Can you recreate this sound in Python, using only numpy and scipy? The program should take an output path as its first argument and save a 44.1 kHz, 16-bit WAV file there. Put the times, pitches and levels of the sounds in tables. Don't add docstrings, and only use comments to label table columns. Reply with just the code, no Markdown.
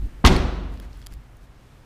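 import sys
import numpy as np
from scipy import signal
from scipy.fft import rfft, irfft
from scipy.io import wavfile
from scipy.ndimage import uniform_filter1d

SR = 44100
rng = np.random.default_rng(int(sys.argv[2]) if len(sys.argv) > 2 else 0)


def magnitude_from_level(level_db):
    exponent = np.asarray(level_db, float) / 20
    return 10 ** exponent


def store_wav(level_fs):
    pcm = np.round(np.clip(np.atleast_2d(level_fs), -1, 1) * 32767)
    wavfile.write(sys.argv[1], SR, pcm.T.astype(np.int16))


N = 81585

# t/s, level/dB, burst length/s, upper limit f/Hz
CONTACTS = [
    (0.2404, -24, 0.0059, 1500),
    (0.25, -11, 0.0023, 1500),
    (0.248, -9.5, 0.0056, 4500),
    (.2500, -33, 0.011, 12350),
    (0.26, -20.5, 0.0043, 13000),
    (.2560, -15.5, 0.015, 4960),
    (0.27, -15.5, 0.0073, 5300),
    (0.277, -23.5, 0.013, 3000),
    (.3213, -28.5, .004, 3200),
    (0.3, -29.5, 0.043, 3600),
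]


def clock():
    return np.arange(N) / SR


def unit(x):
    return x / np.sqrt(np.mean(x ** 2))


def white():
    return rng.standard_normal(N)


def bins():
    return np.arange(N // 2 + 1) * SR / N + 1


def colour(x, points):
    f, db = np.array(points).T
    gain = magnitude_from_level(np.interp(np.log(bins()), np.log(f), db))
    return irfft(rfft(x) * gain, N)


def band_noise(x, order, low, high):
    return signal.sosfilt(signal.butter(order, [low, high], "band", fs=SR, output="sos"), x)


def ring(x, modes):
    out = 0
    for hz, db, t60 in modes:
        radius = np.exp(-np.log(1000) / (t60 * SR))
        pole = radius * np.exp(2j * np.pi * hz / SR)
        out = out + magnitude_from_level(db) * np.sqrt(1 - radius) * signal.lfilter([1], [1, -pole], x).imag
    return out


def swing(modes):
    out = 0
    for at, hz, db, t60 in modes:
        u = np.maximum(clock() - at, 0)
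        rise = 1 - np.exp(-4 * u * hz)
        out = out + rise * magnitude_from_level(db - 60 * u / t60) * np.sin(2 * np.pi * hz * u)
    return out


def burst(at, length):
    u = np.maximum(clock() - at, 0) / length
    return 2 * np.e * u * np.exp(-2 * u)


def walk(rate):
    k = int(SR / rate)
    return unit(uniform_filter1d(uniform_filter1d(white(), k), k))


def floor():
    # f/Hz, level/dB per Hz
    spectrum = [(12, -27), (20, -4), (123, -6), (222, -16.5), (270, -14), (367, -19.5), (1220, -24.5),
                (14700, -47), (16000, -57.5)]
    floor_db, swish_db, hum_hz, hum_db = -50.5, 2, 121, -55
    full = rfft(unit(colour(white(), spectrum)))
    noise = 0
    for octave in range(4, 15):
        share = np.clip(1 - np.abs(np.log2(bins()) - octave), 0, 1)
        noise = noise + irfft(full * share, N) * magnitude_from_level(walk(5))
    t = clock()
    hum = magnitude_from_level(hum_db + 1.5 * walk(4.2)) * np.sin(2 * np.pi * hum_hz * t)
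    falling = t < CONTACTS[0][0]
    return noise * magnitude_from_level(floor_db + swish_db * falling) + hum


def air():
    # t/s, level/dB
    gusts = [(0, -29), (0.068, -24), (0.098, -39.5), (.14, -44), (.2, -39.5), (.3, -54), (.9, -45),
             (1.081, -51), (1.116, -38.5), (1.205, -39.5), (1.24, -55.5), (1.85, -57.5)]
    # f/Hz, level/dB
    gust_tone = [(15, -6), (30, -4), (52, 0), (100, -14), (200, -21.5), (350, -28.5), (600, -66.5)]
    sway_hz, sway_db, rumble_db = 51, -2.5, -1.5
    t = clock()
    phase = 2 * np.pi * sway_hz * t + .25 * walk(12)
    sway = magnitude_from_level(sway_db) * np.sqrt(2) * np.sin(phase)
    rumble = magnitude_from_level(rumble_db) * unit(colour(white(), gust_tone))
    gust_t, gust_db = np.array(gusts).T
    return magnitude_from_level(np.interp(t, gust_t, gust_db)) * (sway + rumble)


def ticks():
    # t/s, middle level/dB, treble level/dB
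    tick_times = [(0.702, -58, -65), (.722, -58, -58), (.740, -48, -60), (0.757, -63, -60),
                  (.774, -47, -64), (.781, -60, -64), (0.787, -62, -69), (0.7994, -40, -45),
                  (0.803, -55, -61), (0.931, -50, -72), (.973, -66, -55), (0.992, -56, -64),
                  (1.002, -63, -58), (1.017, -47, -73), (1.026, -52.5, -68), (1.04, -54, -65),
                  (1.063, -54, -44), (1.068, -41, -35), (1.124, -47, -52), (1.132, -69, -54.5),
                  (1.138, -46, -48), (1.369, -78, -54)]
    # f/Hz, level/dB, t60/s
    mid_modes = [(3200, 0, .003), (4600, 0, .003), (1900, -5, .003)]
    # f/Hz, level/dB, t60/s
    top_modes = [(7500, -5, .002), (10500, 1, .003), (12500, -4, .002), (14500, -5, .002)]
    length_s, gain_db = .0008, 3
    mid, top = 0, 0
    for at, mid_db, top_db in tick_times:
        envelope = burst(at, length_s)
        mid = mid + magnitude_from_level(mid_db) * envelope
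        top = top + magnitude_from_level(top_db) * envelope
    return magnitude_from_level(gain_db) * (ring(mid * white(), mid_modes) + ring(top * white(), top_modes))


def button():
    return swing([
        (1.0255, 3340, -44, 0.011),
        (1.0635, 3180, -44, 0.019),
        (1.0640, 4670, -41.5, 0.013),
        (1.0683, 3230, -37, 0.011),
        (1.0684, 4750, -35, 0.0074),
    ])


def rustle():
    # start t/s, length/s, level/dB, lowest f/Hz
    strokes = [
        (.70, 0.093, -64, 2700),
        (0.874, 0.23, -55.5, 930),
        (1.098, 0.063, -53, 1100),
        (0.8, 0.073, -44, 380),
        (1.4, .07, -64, 1900),
    ]
    span, grain_db = 5, 2.5
    grain = magnitude_from_level(grain_db * walk(600)) * white()
    rub = 0
    for at, length, db, hz in strokes:
        stroke = np.sin(np.pi * np.clip((clock() - at) / length, 0, 1))
        rub = rub + magnitude_from_level(db) * stroke * band_noise(grain, 1, hz, span * hz)
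    return rub


def trim():
    # f/Hz, level/dB, t60/s
    trim_modes = [(8900, -12, .007), (10200, -12, .007), (14300, -28, .005), (500, 2, .012),
                  (2500, -6, .003)]
    at_s, level_db, length_s = .3640, -19, .002
    return magnitude_from_level(level_db) * ring(burst(at_s, length_s) * white(), trim_modes)


def garage():
    # f/Hz, level/dB, t60/s
    walls = [(44, -3, 3.2), (99, 0, 1.34), (253, 3.5, 1.107), (497, -6, 1.036), (1000, -8, 1.06),
             (1950, -17, 1.046), (4000, -20, 0.99), (6500, -25.5, 0.5), (10000, -34, 0.47),
             (14000, -40.5, 0.34)]
    wet_db, onset_s = -2.5, 0.013
    wall_hz, wall_db, wall_t60 = np.array(walls).T
    t = np.maximum(clock() - CONTACTS[2][0], 0)
    tail = 0
    for hz in 40 * 2 ** np.arange(0, 8.8, .5):
        db = np.interp(np.log(hz), np.log(wall_hz), wall_db)
        t60 = np.interp(np.log(hz), np.log(wall_hz), wall_t60)
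        band = band_noise(white(), 2, hz / 2 ** .25, min(hz * 2 ** .25, 20000))
        tail = tail + band * magnitude_from_level(db - 60 * t / t60)
    return magnitude_from_level(wet_db) * tail * (1 - np.exp(-t / onset_s))


def cabin():
    return swing([(.2500, 60.4, -1, 0.15), (.2505, 78, -2, 0.14), (0.264, 25, -12, 0.59),
                  (.268, 47.5, -18, 2.2), (.300, 71, -19, 1.18), (.290, 133, -16.5, 0.24),
                  (0.31, 200, -10.5, 0.077), (.300, 375, -23.5, 0.57)])


def hatch():
    # f/Hz, level/dB, t60/s
    panel_modes = [(169.4, -8, 0.35), (224.1, -8, 0.05), (294.3, -4.5, 0.13), (369.8, -2.5, 0.21),
                   (454, -5.5, 0.058), (542.4, -17.5, 0.027), (766, -10, 0.25), (874, -5, .1),
                   (948, -5.5, 0.11), (1098, -2.5, 0.095), (1610, -11.5, 0.033), (2230, -10, 0.014),
                   (3720, -10.5, 0.01), (4440, -7.5, 0.025)]
    # t/s, f/Hz, level/dB, t60/s
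    knocks = [
        (.2435, 207.4, 0, 0.021),
        (.2440, 1020, -8.5, 0.023),
        (.2518, 1226, 0.5, .022),
        (.2710, 290, -12.5, .06),
        (.2740, 5680, -22, .02),
        (.3340, 153, -19, 0.0072),
        (.3640, 4360, -19, 0.014),
    ]
    panel_db, crack_db = -8, -1
    force = 0
    for at, db, length, hz in CONTACTS:
        lowpass = signal.butter(3, hz, fs=SR, output="sos")
        chatter = unit(signal.sosfilt(lowpass, white()))
        force = force + magnitude_from_level(db) * burst(at, length) * chatter
    return magnitude_from_level(crack_db) * force + magnitude_from_level(panel_db) * ring(force, panel_modes) + swing(knocks)


def scene():
    camera = ticks() + button() + rustle()
    slam = trim() + garage() + cabin() + hatch()
    return (floor() + air() + camera + slam)[None]


def low_pass(x):
    return signal.sosfilt(signal.butter(12, 16470, fs=SR, output="sos"), x)


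def record(dry):
    top_hz, drive = 15150, 1.058
    lowpass = signal.ellip(5, .3, 24, top_hz, fs=SR, output="sos")
    x = drive * signal.sosfilt(lowpass, dry)
    mix = .97 * x / (1 + x ** 4) ** .25
    return low_pass(mix)


dry = scene()
out = record(dry)
store_wav(out)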